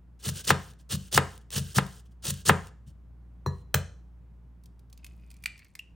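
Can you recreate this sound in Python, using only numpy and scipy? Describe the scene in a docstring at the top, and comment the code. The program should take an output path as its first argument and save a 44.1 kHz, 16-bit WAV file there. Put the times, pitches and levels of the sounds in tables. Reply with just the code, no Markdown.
"""A chef's knife shreds cabbage on a wooden board: cells burst in a crunch, ribs snap, the edge knocks
on the wood and the table booms underneath. Then an egg is tapped twice on a glass cup, ringing it, and
the shell is prised open: cracks ring its hollow, the membrane squelches and an air pocket pops.
All is heard from close by in a small kitchen, over a low mains hum and a soft rumble."""
import sys
import numpy as np
from scipy import signal
from scipy.fft import rfft, irfft
from scipy.io import wavfile

SR = 44100
rng = np.random.default_rng(int(sys.argv[2]) if len(sys.argv) > 2 else 0)


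def unload_wav(signal):
    """Save mono or channel-first audio to the path in sys.argv[1] as 16-bit WAV at rate SR, clipped to [-1, 1]."""
    wavfile.write(
        sys.argv[1],
        SR,
        np.round(np.clip(np.atleast_2d(signal).T, -1, 1) * 32767).astype(np.int16),
    )


N = 262395
TIME = np.arange(N) / SR
RING_TIME = TIME[:SR]  # one second for a sound to ring out


# knife strokes, two to a slice, each a push through the leaves, then a faint, even treble hiss:
# (t/s, push length/s, crunch level/dB, weight on the table/dB, hiss length/s, hiss level/dB)
STROKES = [(0.221, .074, -36, -9, .12, -50.5), (.464, .042, -26.5, -10, 0.21, -56.5),
           (0.89, .065, -35, -7, .13, -56.5), (1.112, .063, -27.5, -4.5, 0.19, -58),
           (1.506, .088, -32.5, -5.5, 0.14, -51), (1.743, .038, -27.5, 2, 0.22, -57.5),
           (2.221, .086, -34, -12.5, .11, -52.5), (2.45, .046, -26.5, -3, .19, -60)]
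# thick ribs snapping: (t/s, level/dB)
RIB_SNAPS = [(0.29, -22.5), (.736, -51.5), (1.127, -25.5), (1.1765, -10.5), (1.378, -42), (1.505, -32),
             (1.865, -36.5), (2.34, -33), (2.479, -24.5), (2.671, -41.5)]
# brief, soft rustles: (t/s, length/s, level/dB)
RUSTLES = [(0.189, 0.036, -59), (0.348, 0.062, -46.5), (0.437, 0.021, -42.5), (0.782, 0.034, -65),
           (1.405, 0.0099, -63), (2.05, .012, -64.5), (2.107, 0.018, -71), (2.861, 0.043, -66),
           (3.47, 0.15, -73)]
# tone of crisp leaves: (f/Hz, level/dB)
LEAF_EQ = [(150, -9.5), (450, 3.5), (750, -9.5), (1700, -5.5), (2350, -5), (2850, 3.5), (4500, 1.5),
           (7500, 1.5), (10000, 3.5), (12000, 1.5), (15500, -5.5)]
# faint ring of the blade: (f/Hz, level/dB, t60/s)
BLADE_MODES = [(1610, -34.5, 0.024), (3130, -33.5, 0.0096)]

def cabbage():
    """Cells burst under the edge in clumps and ribs snap; a faint hiss lingers after each stroke."""
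    # a push swells as the leaves pack and stops when the blade is through
    cutting = sum(gesture(s, push, db, swell_db=3, rise=.51 * push, t60=.033)
                  for s, push, db, _, _, _ in STROKES)
    tails = [(s + push, length, db) for s, push, _, _, length, db in STROKES]
    hiss_gain = sum(gesture(s, length, db, swell_db=-3.5, rise=.014, t60=.056)
                    for s, length, db in tails + RUSTLES)
    clumps = undb(3 * walk(per_s=130))
    bursts = crackle(per_s=1500, spread_db=5.2) + undb(-10) * fractures(per_s=740, spread_db=4.4)
    cells = cutting * clumps * bursts
    hiss = undb(.5) * hiss_gain * crackle(per_s=2400, spread_db=6.3)
    last_leaves = [(s - .001, -18.5) for s, _, _, _ in CHOPS]  # burst just before the edge lands
    snaps = noise_bursts(RIB_SNAPS + last_leaves, t60=.01)
    board_shake = undb(-39.5) * convolve(cells, ring(BOARD_MODES))
    table_shake = undb(-38) * convolve(cells + hiss, table_top())
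    blade = convolve(hiss, ring(BLADE_MODES))
    return colour(cells + hiss + snaps, LEAF_EQ) + board_shake + table_shake + blade


# the edge landing on the board: (t/s, level/dB, contact/ms, table thud/dB)
CHOPS = [(0.5051, 3.5, 0.34, -1), (1.177, 4.5, 0.39, -7), (1.7846, -2, 0.36, -8), (2.495, 7, 0.4, 2)]
# woody body of the board: (f/Hz, level/dB, t60/s)
BOARD_MODES = [(233.5, -18.5, 0.1), (310, -25.5, 0.1), (466, -19.5, 0.073), (548, -10.5, .05),
               (610, -18.5, 0.045), (828, -15, 0.039), (960, -4.5, 0.0072), (1076, -11.5, .035),
               (1247, -9, 0.032), (1352, -1, .022), (1730, -4, .018), (1730, -11.5, 0.023),
               (1972, -19.5, 0.034), (2030, -11.5, 0.029), (2590, -11.5, .02), (2980, -5.5, 0.023),
               (4200, -24, 0.014)]
# quickly damped bending right under the edge: (f/Hz, level/dB, t60/s)
CONTACT_MODES = [(1040, -6.5, 0.0094), (1510, 4.5, 0.005)]

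def board():
    """The edge knocks on the wood; a nearby surface throws the knock back, later on the right."""
    attack = 1 - fade(.005)  # the wood takes a moment to give
    treble = butter(rng.standard_normal(SR), [2400, 10000], "band")
    grit = undb(-4.5) * fade(.075) * treble  # dense high modes of blade and board
    wood = attack * (undb(-4.5) * ring(BOARD_MODES) + undb(7) * ring(CONTACT_MODES) + grit)
    force = blows([(s, db, ms) for s, db, ms, _ in CHOPS])
    knock = undb(-3.5) * convolve(force, wood)
    echoes = [(.0025, -7.5), (.0031, -14)]  # left, right: (delay/s, level/dB)
    return np.array([knock + undb(db) * np.interp(TIME - lag, TIME, knock) for lag, db in echoes])


# low boom of the table top: (f/Hz, level/dB, t60/s)
TABLE_MODES = [(67, -22.5, 0.34), (87.74, -2, 0.35), (137.8, 3, 0.16), (161, -4, 0.24), (187.4, -1.5, 0.19),
               (216.4, -2.5, .12)]

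def table_top():
    """Impulse response of the table; its neighbouring modes move in opposite directions."""
    return ring(TABLE_MODES, flip=-1)


# a brief, faint low boom between the chopping and the egg: (t/s, level/dB, pulse length/ms)
FAINT_BOOM = (2.862, -20, 6.8)

def table_thuds():
    """The table booms under each push, chop and egg tap; a faint low boom comes before the egg."""
    load_ms, stop_ms, chop_ms, tap_ms, lag_s = 4.1, 6.2, 4, 7.24, .00054
    pushes = [FAINT_BOOM]
    for s, push, _, db, _, _ in STROKES:
        # the hand's weight lands part-way through the push, and again when the blade stops
        pushes += [(s + .6 * push, db, load_ms), (s + push, db - 1, stop_ms)]
    pushes += [(s + lag_s, db, chop_ms) for s, _, _, db in CHOPS]
    pushes += [(s + lag_s, db, tap_ms) for s, _, _, _, db in EGG_TAPS]
    boom = convolve(blows(pushes), table_top())
    return undb(-19.5) * butter(boom, 60, "high")  # the slowest flexing moves little air


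# egg against the cup: (t/s, base knock/dB, glass ring/dB, shell crush/dB, table thud/dB)
EGG_TAPS = [(3.462, -19, -35, -49, 1), (3.7431, -22.5, -34.5, -17, 2.5)]
# dull knock through the cup's base: (f/Hz, level/dB, t60/s)
CUP_BASE_MODES = [(391, -5.5, 0.065), (483, -12, 0.087), (990, -6.5, 0.043), (1082, 3.5, 0.015),
                  (1220, -21.5, 0.016)]
# bright ring of the glass: (f/Hz, level/dB, t60/s)
GLASS_MODES = [(1712, -10, .2), (1903, -18, .5), (4032, -6, .16), (4118, -3, .12), (5819, -9, .09),
               (6885, -16, .12), (8390, -19, .08), (11960, -11, .1), (12700, -17, .08)]
# tone of shell caving in: (f/Hz, level/dB)
CRUSH_EQ = [(200, -2), (600, 7.5), (1500, 9.5), (2800, 3.5), (3700, 1.5), (4900, -1.5), (7000, 4),
            (10000, 0), (15500, 4.5)]

def egg_taps():
    """Both taps ring the glass; the second caves the shell in."""
    cup, crush = np.zeros(N), np.zeros(N)
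    attack = 1 - fade(.007)  # the shell is softer than the glass
    collapse = np.exp(-(RING_TIME / .00453) ** 4)
    splinters = undb(-13) * fade(.11)
    for s, knock_db, ring_db, crush_db, _ in EGG_TAPS:
        add(cup, s, attack * (undb(knock_db) * ring(CUP_BASE_MODES) + undb(ring_db) * ring(GLASS_MODES)))
        add(crush, s, undb(crush_db) * (collapse + splinters))
    return cup + colour(crush * fractures(per_s=10000, spread_db=.55), CRUSH_EQ)


# the shell giving way: (t/s, level/dB)
SHELL_CRACKS = [(4.637, -51), (4.658, -46.5), (4.7937, -54), (4.8995, -55), (4.928, -42), (4.976, -46),
                (5.0448, -36.5), (5.0654, -40.5), (5.3037, -45.5), (5.3135, -43.5), (5.341, -51),
                (5.367, -51.5), (5.425, -51), (5.4385, -34), (5.4585, -23.5), (5.5785, -47.5),
                (5.5923, -48), (5.646, -49.5), (5.7529, -36), (5.7915, -38)]
# tone of brittle shell: (f/Hz, level/dB)
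SHELL_EQ = [(200, -38), (700, -27), (1100, -7.5), (1500, -31), (2300, -7.5), (4500, -1.5), (7000, -4),
            (10000, -1.5), (12500, 3), (15500, -11)]
SPLIT_S = 4.98  # the halves start to part

def egg_opening():
    """Cracks ring the hollow of the shell; the wet membrane ticks and squelches as it stretches."""
    cracks = noise_bursts(SHELL_CRACKS, t60=.024)
    jolts = np.zeros(N)
    for s, db in SHELL_CRACKS:
        boost_db = 3 + .77 * (db + 37)  # big cracks ring the hollow far more
        closed_db = -28 if s < SPLIT_S else 0  # a closed shell barely rings
        jolts[int(s * SR)] = undb(db + boost_db + closed_db)
    biggest_crack_s = max(SHELL_CRACKS, key=lambda row: row[1])[0]
    stretch = gesture(SPLIT_S, length=.76, db=-74.5, swell_db=-.5, rise=.017, t60=.017)
    gape = gesture(biggest_crack_s, length=.201, db=-74, swell_db=0, rise=.017, t60=.017)
    squelch = (undb(-8) * stretch + gape) * fractures(per_s=170, spread_db=7)
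    ticks = stretch * crackle(per_s=180, spread_db=9.3)
    return colour(cracks + ticks, SHELL_EQ) + shell_hollow(jolts + squelch)


# air in the hollow of the shell: (multiple of its resonance, level/dB, t60/s)
HOLLOW_MODES = [(.42, -21, .012), (.64, -14, .012), (.88, -6, .012), (1.01, -1, .014), (1.14, -8, .011),
                (1.42, -14, .008), (1.95, -11, .01)]

def shell_hollow(x):
    """Ring the hollow of the shell, whose resonances waver and sink as the halves part."""
    closed_hz, sink_hz_per_s = 2570, 495
    hz = closed_hz - sink_hz_per_s * np.maximum(TIME - SPLIT_S, 0)
    phase = 2 * np.pi * np.cumsum(hz * (1 + .03 * walk(per_s=120))) / SR
    attack = 1 - fade(.006)
    hollow = np.zeros(N)
    for multiple, db, t60 in HOLLOW_MODES:
        carrier = np.exp(1j * multiple * phase)  # lets the ringing follow the moving pitch
        hollow += undb(db) * np.real(carrier * convolve(x / carrier, attack * fade(t60)))
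    return butter(hollow, 1200, "high")  # too small to radiate bass


# one wet pop: (t/s, level/dB, starting f/Hz, t60/s)
AIR_POCKET = (5.794, -24, 2700, .017)

def bubble():
    """A pocket of air pops in the egg white; its pitch climbs as it opens."""
    s, db, start_hz, t60 = AIR_POCKET
    hz = start_hz * (1 + .13 * (1 - fade(.1)))
    envelope = undb(db) * fade(t60) * (1 - fade(.004))
    pop = np.zeros(N)
    add(pop, s, envelope * np.sin(2 * np.pi * np.cumsum(hz) / SR))
    return pop


def early_reflections(x):
    """Hands and cup scatter the sound, differently left and right; long waves pass them by."""
    treble = butter(x, 1500, "high")
    arrivals = (rng.random((2, SR)) < 1200 / SR) * (RING_TIME > .001)
    echoes = arrivals * rng.standard_normal((2, SR)) * fade(.045)
    return np.array([convolve(treble, side / np.linalg.norm(side)) for side in echoes])


# decay of the room: (f/Hz, t60/s)
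ROOM_DECAY = [(100, 0.49), (600, 0.34), (2500, 0.37), (7000, 0.4), (15000, 0.23)]
# tone of the room: (f/Hz, level/dB)
ROOM_EQ = [(60, -6.5), (200, -4.5), (500, 6), (1500, 0), (4000, -2), (9000, -3.5), (15000, -17)]

def kitchen_reverb(x):
    """Diffuse reflections from walls and cupboards, dying soonest in the top treble."""
    hz, _, spectra = signal.stft(rng.standard_normal(SR), SR)
    age = np.linspace(0, 1, spectra.shape[1])
    decay = np.exp(-np.log(1000) * age / curve(ROOM_DECAY, hz)[:, None])
    build_up = (1 - fade(.017)) ** 2
    tail = build_up * signal.istft(spectra * decay)[1][:SR]
    return colour(convolve(x, tail / np.linalg.norm(tail)), ROOM_EQ)


# partials of the mains hum: (f/Hz, level/dB)
HUM_PARTIALS = [(59.5, -48.5), (118.6, -64), (173, -66.5)]
# slow wavering of the hum, followed more gently by the rumble: (t/s, level/dB)
HUM_SWELL = [(0, -2.5), (2.9, -1), (3.3, 1.5), (4.0, 1.5), (4.9, -2.5), (5.15, 2), (5.5, -2.5),
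             (5.7, -15.5), (5.95, -1.5)]
# tone of the rumbling air: (f/Hz, level/dB)
AIR_EQ = [(25, -12), (45, -15), (65, -3.5), (100, -3.5), (130, -5), (200, -9.5), (330, -18), (500, -25),
          (1100, -29.5), (2400, -41), (4500, -49.5), (9000, -53.5), (16000, -55)]

def room_tone():
    """A mains hum, wandering in level and phase, over a soft rumble."""
    swell_db = np.interp(TIME, *np.transpose(HUM_SWELL))
    hum = np.zeros(N)
    for hz, db in HUM_PARTIALS:
        peak = np.sqrt(2) * undb(db + swell_db + .5 * walk(per_s=.57))
        hum += peak * np.sin(2 * np.pi * hz * TIME + .35 * walk(per_s=6))
    mid, side = (unit(colour(rng.standard_normal(N), AIR_EQ)) for _ in range(2))
    rumble = mid + undb(-8) * np.array([side, -side])
    return hum + undb(-59.5 + .34 * swell_db) * rumble


# phase lead of the left microphone port over the right: (f/Hz, phase/rad)
LEFT_LEAD = [(150, 0), (400, .2), (700, .8), (1000, -.7), (1350, .9), (1700, .2), (6800, .2), (7500, -1.5),
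             (9000, -.8), (9900, -2.3), (12000, -3.2), (16000, -6)]
# level of the left port over the right: (f/Hz, level/dB)
LEFT_BALANCE = [(60, -2), (130, 1.6), (280, 3.1), (500, 2.5), (1000, 1.5), (3000, 0)]

def microphone_ports(x):
    """Two microphone ports hear the same sound out of phase, the left with fuller low mids."""
    hz = np.arange(N // 2 + 1) * SR / N
    left = undb(curve(LEFT_BALANCE, hz) / 2) * np.exp(.5j * curve(LEFT_LEAD, hz))
    return irfft(rfft(x) * np.array([left, 1 / left]), N)


def gesture(s, length, db, swell_db, rise, t60):
    """Gain envelope from time s: it builds, holds with a steady swell or sag, then dies away."""
    age = TIME - s
    attack = np.clip(age / rise, 0, 1)
    hold = undb(db + swell_db * (np.clip(age / length, 0, 1) - .5))
    release = np.exp(-np.log(1000) * np.clip((age - length) / t60, 0, 10))
    return attack * hold * release


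def fractures(per_s, spread_db):
    """Random tiny breaks, most small and a few large; rms 1."""
    breaks = rng.random(N) < per_s / SR
    size = undb(spread_db * np.clip(rng.standard_normal(N), -2, 2))
    return unit(breaks * rng.choice([-1, 1], N) * size)


def crackle(per_s, spread_db):
    """Breaks of many sizes in six frequency bands, per_s in each; rms 1."""
    edges_hz = [60, 1200, 2400, 4000, 6400, 10000, 17000]
    bands = zip(edges_hz, edges_hz[1:])
    return unit(sum(butter(fractures(per_s, spread_db), band, "band") for band in bands))


def noise_bursts(rows, t60):
    """Brittle snaps: a dying burst of noise for each (t/s, level/dB)."""
    track = np.zeros(N)
    for s, db in rows:
        add(track, s, undb(db) * fade(t60) * rng.standard_normal(SR))
    return track


def blows(rows):
    """A force pulse for each (t/s, level/dB, contact/ms); a longer contact gives a duller blow."""
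    force = np.zeros(N)
    for s, db, ms in rows:
        push = np.sin(np.pi * np.minimum(RING_TIME * 1000 / ms, 1)) ** 2
        add(force, s, undb(db) * push / push.sum())
    return force


def ring(modes, flip=1):
    """Impulse response of a body; flip -1 inverts every other mode."""
    return sum(flip ** k * undb(db) * fade(t60) * np.cos(2 * np.pi * hz * RING_TIME)
               for k, (hz, db, t60) in enumerate(modes))


def walk(per_s):
    """A random value that glides to a new target per_s times a second."""
    return np.interp(TIME * per_s, np.arange(N), rng.standard_normal(N))


def colour(x, eq, size=4096):
    """Shape a sound with a minimum-phase EQ, so nothing rings ahead of an attack."""
    hz = np.arange(size // 2 + 1) * SR / size
    cepstrum = irfft(np.log(undb(curve(eq, hz))))
    cepstrum[1:size // 2] *= 2
    cepstrum[size // 2 + 1:] = 0
    return convolve(x, irfft(np.exp(rfft(cepstrum))))


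def butter(x, hz, kind):
    """Gentle filter, 12 dB per octave."""
    return signal.sosfilt(signal.butter(2, hz, kind, fs=SR, output="sos"), x)


def convolve(x, response):
    """Pass a sound through a response, keeping its length."""
    return signal.fftconvolve(x, response)[:len(x)]


def curve(points, hz):
    """Read a table of (f/Hz, value) on a log-frequency axis."""
    f, value = np.transpose(points)
    return np.interp(np.log(np.maximum(hz, 1)), np.log(f), value)


def add(track, s, sound):
    """Mix a sound into a track from time s on."""
    i = int(s * SR)
    track[i:i + len(sound)] += sound[:N - i]


def fade(t60):
    """One second of decay, 60 dB down after t60 seconds."""
    return np.exp(-np.log(1000) * RING_TIME / t60)


def undb(db):
    """Decibels to gain."""
    return 10 ** (np.asarray(db) / 20)


def unit(x):
    """Scale to rms 1."""
    return x / np.sqrt(np.mean(x ** 2))


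def scene():
    """Knife, egg and table up close, with the kitchen around them."""
    chopping = cabbage() + board()
    egg = egg_taps() + egg_opening() + bubble()
    boom = table_thuds()
    chopping_mono = chopping.mean(axis=0)
    early = undb(-17) * early_reflections(chopping_mono + egg)
    send = undb(-15) * chopping_mono + undb(-12) * egg + undb(-11.5) * boom
    mid, side = kitchen_reverb(send), undb(-11.5) * kitchen_reverb(send)
    reverb = mid + np.array([side, -side])
    return microphone_ports(chopping + egg + boom + early + reverb) + room_tone()


def record(dry):
    """Thin the deepest bass, round the highest peaks and cut the top."""
    low_cut = signal.butter(2, 40, "high", fs=SR, output="sos")
    high_cut = signal.ellip(8, .1, 60, 16300, fs=SR, output="sos")
    rounded = np.tanh(signal.sosfiltfilt(low_cut, dry))
    return signal.sosfiltfilt(high_cut, rounded)


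dry = scene()
out = record(dry)
unload_wav(out)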